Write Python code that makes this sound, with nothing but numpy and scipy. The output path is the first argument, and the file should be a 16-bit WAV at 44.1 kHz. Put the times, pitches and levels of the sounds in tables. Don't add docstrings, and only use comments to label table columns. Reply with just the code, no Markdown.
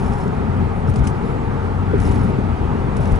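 import sys
import numpy as np
from scipy import signal
from scipy.fft import rfft, irfft
from scipy.io import wavfile
from scipy.ndimage import uniform_filter1d

SR = 44100
rng = np.random.default_rng(int(sys.argv[2]) if len(sys.argv) > 2 else 0)


def to_linear_factor(level_db):
    exponent = np.asarray(level_db, float) / 20
    return 10 ** exponent


def output_pcm(signal):
    pcm = np.clip(np.atleast_2d(signal).T, -1, 1) * 32767
    wavfile.write(sys.argv[1], SR, np.round(pcm).astype(np.int16))


N = 140679

# start_s [s], level_db [dB]
ROAD_ROUGHNESS = [(0.0, -26.5), (0.26, -30.5), (0.67, -29.5), (0.7, -37), (1.03, -28), (1.19, -29.5),
                  (1.31, -31), (1.39, -32), (1.67, -31.5), (1.71, -28), (1.76, -36), (2.11, -17.5),
                  (2.45, -29), (3.11, -27), (3.14, -18.5), (3.19, -21)]
# pitch_hz [Hz], level_db [dB per Hz]
RUMBLE_COLOUR = [(8.8, -39), (15, -7), (87, -2), (133, -2), (166, -3.5), (227, -3), (330, -14),
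                 (430, -28.5), (730, -120)]
ROAR_COLOUR = [(150, -54.5), (250, -9), (327, -10.5), (393, -2), (602, -11.5), (890, -7.5), (1020, -14),
               (1290, -12.5), (2000, -30.5), (2600, -69), (4400, -120)]
WIND_COLOUR = [(900, -16), (1500, -8.5), (2000, -6.5), (2700, -13.5), (4070, -22), (5500, -28), (8000, -34),
               (11000, -35.5)]
HISS_COLOUR = [(2000, -30), (5000, -1), (8000, 0), (11000, -1.5)]
# pitch_hz [Hz], width_hz [Hz], level_db [dB]
PANEL_MODES = [(56.7, 4.4, -38.5), (125, 21.4, -30.5), (190, 35, -35), (240.8, 51, -33.5),
               (390.8, 50, -36.5), (457.2, 5.9, -39.5), (770.4, 40, -42.5), (920, 80, -46)]
# start_s [s], pitch_hz [Hz], level_db [dB]
ENGINE_HUM = [(0.0, 85.82, -25.5), (.45, 90.05, -25), (.63, 90.93, -17), (0.76, 94.45, -21.5),
              (0.99, 83.28, -20.5), (1.11, 94.15, -23.5), (1.19, 87.76, -34), (1.4, 95.36, -30),
              (1.72, 90.76, -18.5), (2.16, 90.32, -23), (2.37, 85.38, -22.5), (2.91, 85.9, -24),
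              (3.11, 83.1, -18.5), (3.19, 77.6, -20)]
# start_s [s], length_s [s], ring level_db [dB], dry rattle level_db [dB]
KEY_SWINGS = [
    (-.05, 0.34, -66, -60.5),
    (0.87, 0.045, -72, -64),
    (0.93, 0.074, -77, -61),
    (1.042, .075, -78, -60),
    (1.25, 0.074, -69, -77),
    (2.005, 0.16, -61, -56),
    (2.168, 0.16, -71, -68),
    (2.962, 0.019, -68, -62),
    (3.001, 0.17, -67, -64),
]
# pitch_hz [Hz], level_db [dB], t60_s [s]
KEY_MODES = [(5300, -6, 0.05), (5200, -5, 0.05), (6140, -3, .03), (7320, -5, 0.055), (8640, -11, 0.04),
             (8700, -11, 0.03), (9770, -2.5, .05), (9900, -2, .05), (4900, -13, .05), (10600, -4, .06),
             (10780, -4, .04), (10400, -8, 0.04)]
# start_s [s], pitch_hz [Hz], level_db [dB]
CLEAR_CLINKS = [(.003, 9770, -49), (.04, 5290, -56), (.062, 5290, -50), (.127, 10800, -52),
                (.127, 5290, -51), (.21, 5290, -50), (.872, 5290, -51), (.888, 9800, -50),
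                (.888, 8600, -54), (.893, 10800, -52), (1.077, 8500, -43), (1.981, 6140, -50),
                (2.01, 9770, -52), (2.01, 10800, -46), (2.017, 6140, -52), (2.03, 9770, -50),
                (2.05, 5280, -45), (2.05, 10800, -46), (2.069, 10600, -49), (2.087, 7320, -52),
                (2.1, 9770, -54), (2.109, 6140, -53), (2.12, 10800, -50), (2.16, 6140, -52),
                (2.19, 5280, -52), (2.208, 9770, -56), (2.23, 9770, -54), (2.232, 5280, -55),
                (2.29, 5280, -56), (2.244, 8600, -55), (2.283, 10700, -55), (2.286, 9770, -56),
                (3.005, 9770, -52), (3.01, 8600, -54), (3.033, 9770, -54), (3.068, 10700, -51),
                (3.068, 6000, -54), (3.087, 9770, -55), (3.112, 9900, -54)]
# pitch_hz [Hz], t60_s [s]
CLINK_DECAY = [(5300, .1), (6140, .035), (7300, .06), (8600, 0.049), (9800, 0.073), (10800, 0.066)]
# pitch_hz [Hz], level_db [dB per Hz]
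CRACKLE_COLOUR = [(1200, -20), (2500, 2), (4000, 0), (6500, -0.5), (9000, -6), (11000, -8)]
# start_s [s], peak level_db [dB], tail t60_s [s], brightness [dB per octave]
TRIM_TICKS = [(.041, -48, 0.027, 2), (.062, -43, .03, 0.), (.080, -50, .03, 3), (0.126, -45, .03, -3),
              (0.135, -42, .03, 0), (.1835, -47, .03, 0.), (.2, -46, .03, 4), (0.8965, -39.5, 0.045, 2.),
              (0.9393, -40, 0.03, -4), (0.9587, -32.5, 0.053, -1.5), (1.0397, -42, 0.1, -.5),
              (1.0707, -28, 0.05, -1), (1.0738, -32, 0.054, 2), (1.087, -45, 0.055, 0.), (1.1, -46, .05, 3),
              (1.9808, -40, 0.032, -2), (2, -32, 0.035, -1.5), (2.018, -44, 0.035, 1),
              (2.035, -42, 0.038, 1), (2.051, -36, 0.038, -4), (2.064, -41, .035, -2.),
              (2.073, -41, .035, -1.), (2.091, -43, .035, -1.), (2.109, -43, 0.035, 1),
              (2.128, -48, .035, -1.), (2.16, -39, .035, -4), (2.179, -44, .035, -1.),
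              (2.213, -45, .03, 0.), (2.233, -45, .03, 0.), (2.25, -47, .03, 0.), (2.967, -37, 0.064, 1.),
              (3.055, -32, 0.048, -6), (3.1192, -38.5, 0.04, 1.5), (3.1583, -42, 0.04, 0.),
              (3.177, -49, .03, -6)]
# pitch_hz [Hz], level_db [dB per Hz]
TRIM_COLOUR = [(880, -27), (1500, -2.5), (1630, -4), (2620, -2), (3780, -12), (5970, -4.5), (7120, -11.5),
               (8620, -6.5), (11000, -11), (14300, -33.5), (22000, -120)]
# start_s [s], peak level_db [dB], pitch_hz [Hz], t60_s [s]
JOINT_THUMPS = [(.09, -17.5, 55, 0.11), (.495, -12, 125, 0.074), (0.883, -5, 112, 0.055),
                (.882, -11.5, 230, 0.028), (0.8798, -23, 1125, 0.037), (0.912, -16.5, 80.4, 0.13),
                (0.961, -15.5, 125, 0.11), (0.979, -15.5, 76, .1), (0.931, -16, 85, 0.11),
                (.993, -14, 131, 0.076), (1.008, -7, 60.6, 0.086), (1.008, -14, 136, 0.07),
                (1.699, -17, 85.6, 0.093), (1.934, -13, 390, 0.13), (1.972, -15, 85, .1),
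                (1.936, -14, 273, 0.07), (2.055, -23, 231, .1), (2.2, -18.5, 215, 0.11),
                (1.942, -13.5, 123.7, 0.16), (2.001, -20, 86.3, 0.14), (2.092, -13, 60, 0.16),
                (2.1, -14.5, 199, 0.11), (2.385, -10.5, 190, 0.062), (2.994, -21, 520, .06),
                (3.002, -12, 118, 0.08), (3.069, -13, 100, .08), (2.999, -14.5, 59.6, 0.073),
                (3.118, -7.5, 129, 0.058), (3.126, -9.5, 38.4, 0.12)]
# start_s [s], pitch_hz [Hz], level_db [dB]
TREAD_WHINE = [
    (2.3, 2480, -68),
    (2.49, 2490, -56),
    (2.65, 2510, -56),
    (2.72, 2500, -64),
    (2.85, 2490, -67),
    (2.97, 2490, -57),
    (3.1, 2500, -64),
]
# pitch_hz [Hz], share [0-1]
PORT_LIKENESS = [(30, .96), (125, .98), (250, .96), (500, .88), (1000, .68), (2000, .4), (4000, .36),
                 (8000, .55)]
# pitch_hz [Hz], lead [radians]
PORT_LEAD = [(25, -.4), (60, -.5), (130, -.9), (260, -1.3), (600, -1.55), (1100, -1.25), (2000, -1.6),
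             (4500, -.35), (9000, -.02)]
# pitch_hz [Hz], level_db [dB]
PORT_TILT = [(60, 6.5), (170, 5), (470, 1), (1330, -0.5), (3740, 1), (10500, -0.5)]


def evened(x):
    return x / np.sqrt(np.mean(x ** 2) + 1e-20)


def read(points, hz):
    f, value = np.transpose(points)
    return np.interp(np.log(hz + 1), np.log(f + 1), value)


def add(mix, start_s, sound):
    part = mix[round(start_s * SR):][:len(sound)]
    part += sound[:len(part)]


def shaped(x, colour):
    size = x.shape[-1]
    gain = to_linear_factor(read(colour, np.fft.rfftfreq(size, 1 / SR)))
    return irfft(rfft(x) * gain, size)


def rough(share):
    start_s, level_db = np.transpose(ROAD_ROUGHNESS)
    swell_db = np.interp(np.arange(N) / SR, start_s, level_db) - level_db.mean()
    return to_linear_factor(share * uniform_filter1d(swell_db, size=4000))


def noise(colour, patchy_db, size):
    frames, hz = 4 * N // size + 5, np.fft.rfftfreq(size, 1 / SR)
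    a, b, c, d, patches = rng.standard_normal((frames, len(hz), 5)).T
    patches = uniform_filter1d(patches, size=12, axis=0)
    patches = evened(uniform_filter1d(patches, size=10, axis=1))
    gain = to_linear_factor(read(colour, hz)[:, None] + patchy_db * patches)
    bins = np.array([a + 1j * b, c + 1j * d]) * gain
    sound = signal.istft(bins, nperseg=size, noverlap=size - size // 4)[1]
    return evened(sound[:, :N])


def road():
    rumble = to_linear_factor(-21.5) * rough(0.31) * noise(RUMBLE_COLOUR, patchy_db=1.0, size=4096)
    roar = to_linear_factor(-27.5) * rough(0.085) * noise(ROAR_COLOUR, patchy_db=1.0, size=2048)
    wind = to_linear_factor(-41) * rough(0.26) * noise(WIND_COLOUR, patchy_db=0.88, size=1024)
    hiss = to_linear_factor(-60) * noise(HISS_COLOUR, patchy_db=4.5, size=1024)
    return rumble + roar + wind + hiss


def body():
    out, t = np.zeros((2, N)), np.arange(N) / SR
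    for pitch_hz, width_hz, level_db in PANEL_MODES:
        pole = np.exp(-np.pi * width_hz / SR)
        slow = rng.standard_normal((2, N)) + 1j * rng.standard_normal((2, N))
        slow = signal.lfilter([1], np.convolve([1, -pole], [1, -pole]), slow)
        out += to_linear_factor(level_db) * evened((slow * np.exp(2j * np.pi * pitch_hz * t)).real)
    return out * rough(0.39)


def engine():
    wobble_share, trim_db = 0.0354, -3.5
    start_s, pitch_hz, level_db = np.transpose(ENGINE_HUM)
    t = np.arange(N) / SR
    wobble = evened(uniform_filter1d(rng.standard_normal(N), size=3000))
    hz = np.interp(t, start_s, pitch_hz) * (1 + wobble_share * wobble)
    turns = np.cumsum(hz) / SR
    return np.sqrt(2) * to_linear_factor(np.interp(t, start_s, level_db) + trim_db) * np.sin(2 * np.pi * turns)


def taps(per_s, column, spread_db):
    fade_db = -4.5
    t, swing = np.arange(N) / SR, np.zeros(N)
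    for row in KEY_SWINGS:
        start_s, length_s = row[:2]
        during = (t > start_s) * (t < start_s + length_s)
        swing += to_linear_factor(row[column] + fade_db * (t - start_s) / length_s) * during
    hits = rng.random(N) < per_s / SR
    return swing * hits * to_linear_factor(spread_db * np.minimum(rng.exponential(1, N), 3))


def keys():
    clinks_per_s, rattles_per_s, rattle_t60_s = 670, 505, 0.015
    t, out = np.arange(6000) / SR, np.zeros(N)
    onset = np.minimum(t / .002, 1)
    for pitch_hz, level_db, t60_s in KEY_MODES:
        tone = to_linear_factor(level_db - 60 * t / t60_s) * np.sin(2 * np.pi * pitch_hz * t) * onset
        hits = taps(clinks_per_s / 3, column=2, spread_db=6.0) * rng.choice([-1, 1], N)
        out += signal.oaconvolve(hits, tone)[:N]
    for start_s, pitch_hz, level_db in CLEAR_CLINKS:
        decay = to_linear_factor(level_db - 60 * t / read(CLINK_DECAY, pitch_hz))
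        add(out, start_s, decay * np.sin(2 * np.pi * pitch_hz * t) * onset)
    crackle = uniform_filter1d(taps(rattles_per_s, column=3, spread_db=5.0), size=60) * 60
    crackle = signal.lfilter([1], [1, -to_linear_factor(-60 / (rattle_t60_s * SR))], crackle) / 60
    return out + crackle * evened(shaped(rng.standard_normal(N), CRACKLE_COLOUR))


def trim():
    rise_s, crack_t60_s, scatter_db = .001, .012, 2
    out, t = np.zeros((2, N)), np.arange(6000) / SR
    bursts = rng.standard_normal((len(TRIM_TICKS), 2, 6000))
    for (start_s, level_db, t60_s, bright_db), burst in zip(TRIM_TICKS, bursts):
        crack = to_linear_factor(-60 * t / crack_t60_s)
        tail = to_linear_factor(scatter_db - 60 * t / t60_s)
        shape = np.minimum(t / rise_s, 1) * (crack + tail)
        colour = [(hz, db + bright_db * np.log2(hz / 6000)) for hz, db in TRIM_COLOUR]
        for side in range(2):
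            add(out[side], start_s, to_linear_factor(level_db - 5) * shape * evened(shaped(burst[side], colour)))
    return out


def joints():
    rise_s, sag_share, sag_s = 0.0042, 0.48, 0.0056
    out, t = np.zeros(N), np.arange(SR // 3) / SR
    bent = t + sag_share * sag_s * (1 - np.exp(-t / sag_s))
    push = 1 - np.exp(-t / rise_s)
    for start_s, level_db, pitch_hz, t60_s in JOINT_THUMPS:
        decay = to_linear_factor(level_db + 6.5 - 60 * t / t60_s)
        add(out, start_s, push * decay * np.sin(2 * np.pi * pitch_hz * bent))
    return out


def whine():
    width_hz = 25
    start_s, pitch_hz, level_db = np.transpose(TREAD_WHINE)
    t, pole = np.arange(N) / SR, np.exp(-np.pi * width_hz / SR)
    slow = signal.lfilter([1], [1, -pole], rng.standard_normal(N) + 1j * rng.standard_normal(N))
    turns = np.cumsum(np.interp(t, start_s, pitch_hz)) / SR
    tone = evened((slow * np.exp(2j * np.pi * turns)).real)
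    return to_linear_factor(np.interp(t, start_s, level_db)) * tone


def scene():
    field = road() + body() + trim()
    near = engine() + joints() + keys() + whine()
    hz = np.fft.rfftfreq(N, 1 / SR)
    same = np.clip(read(PORT_LIKENESS, hz), 0, 1)
    tilt = to_linear_factor(read(PORT_TILT, hz) / 2)
    shared, unrelated, direct = rfft(field[0]), rfft(field[1]), rfft(near)
    left = shared + direct
    right = (same * shared + direct) * np.exp(-1j * read(PORT_LEAD, hz))
    right = right + np.sqrt(1 - same ** 2) * unrelated
    return irfft(np.array([left * tilt, right / tilt]), N)


def top_cut(x):
    return signal.sosfilt(signal.butter(12, 11120, fs=SR, output="sos"), x)


def record(dry):
    ceiling, edge_hz = .9, 11130
    held = dry / (1 + (abs(dry) / ceiling) ** 6) ** (1 / 6)
    lowpass = signal.firwin(511, edge_hz, window=("kaiser", 9), fs=SR)
    mix = signal.oaconvolve(held, lowpass[None], "same")
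    return top_cut(mix)


dry = scene()
out = record(dry)
output_pcm(out)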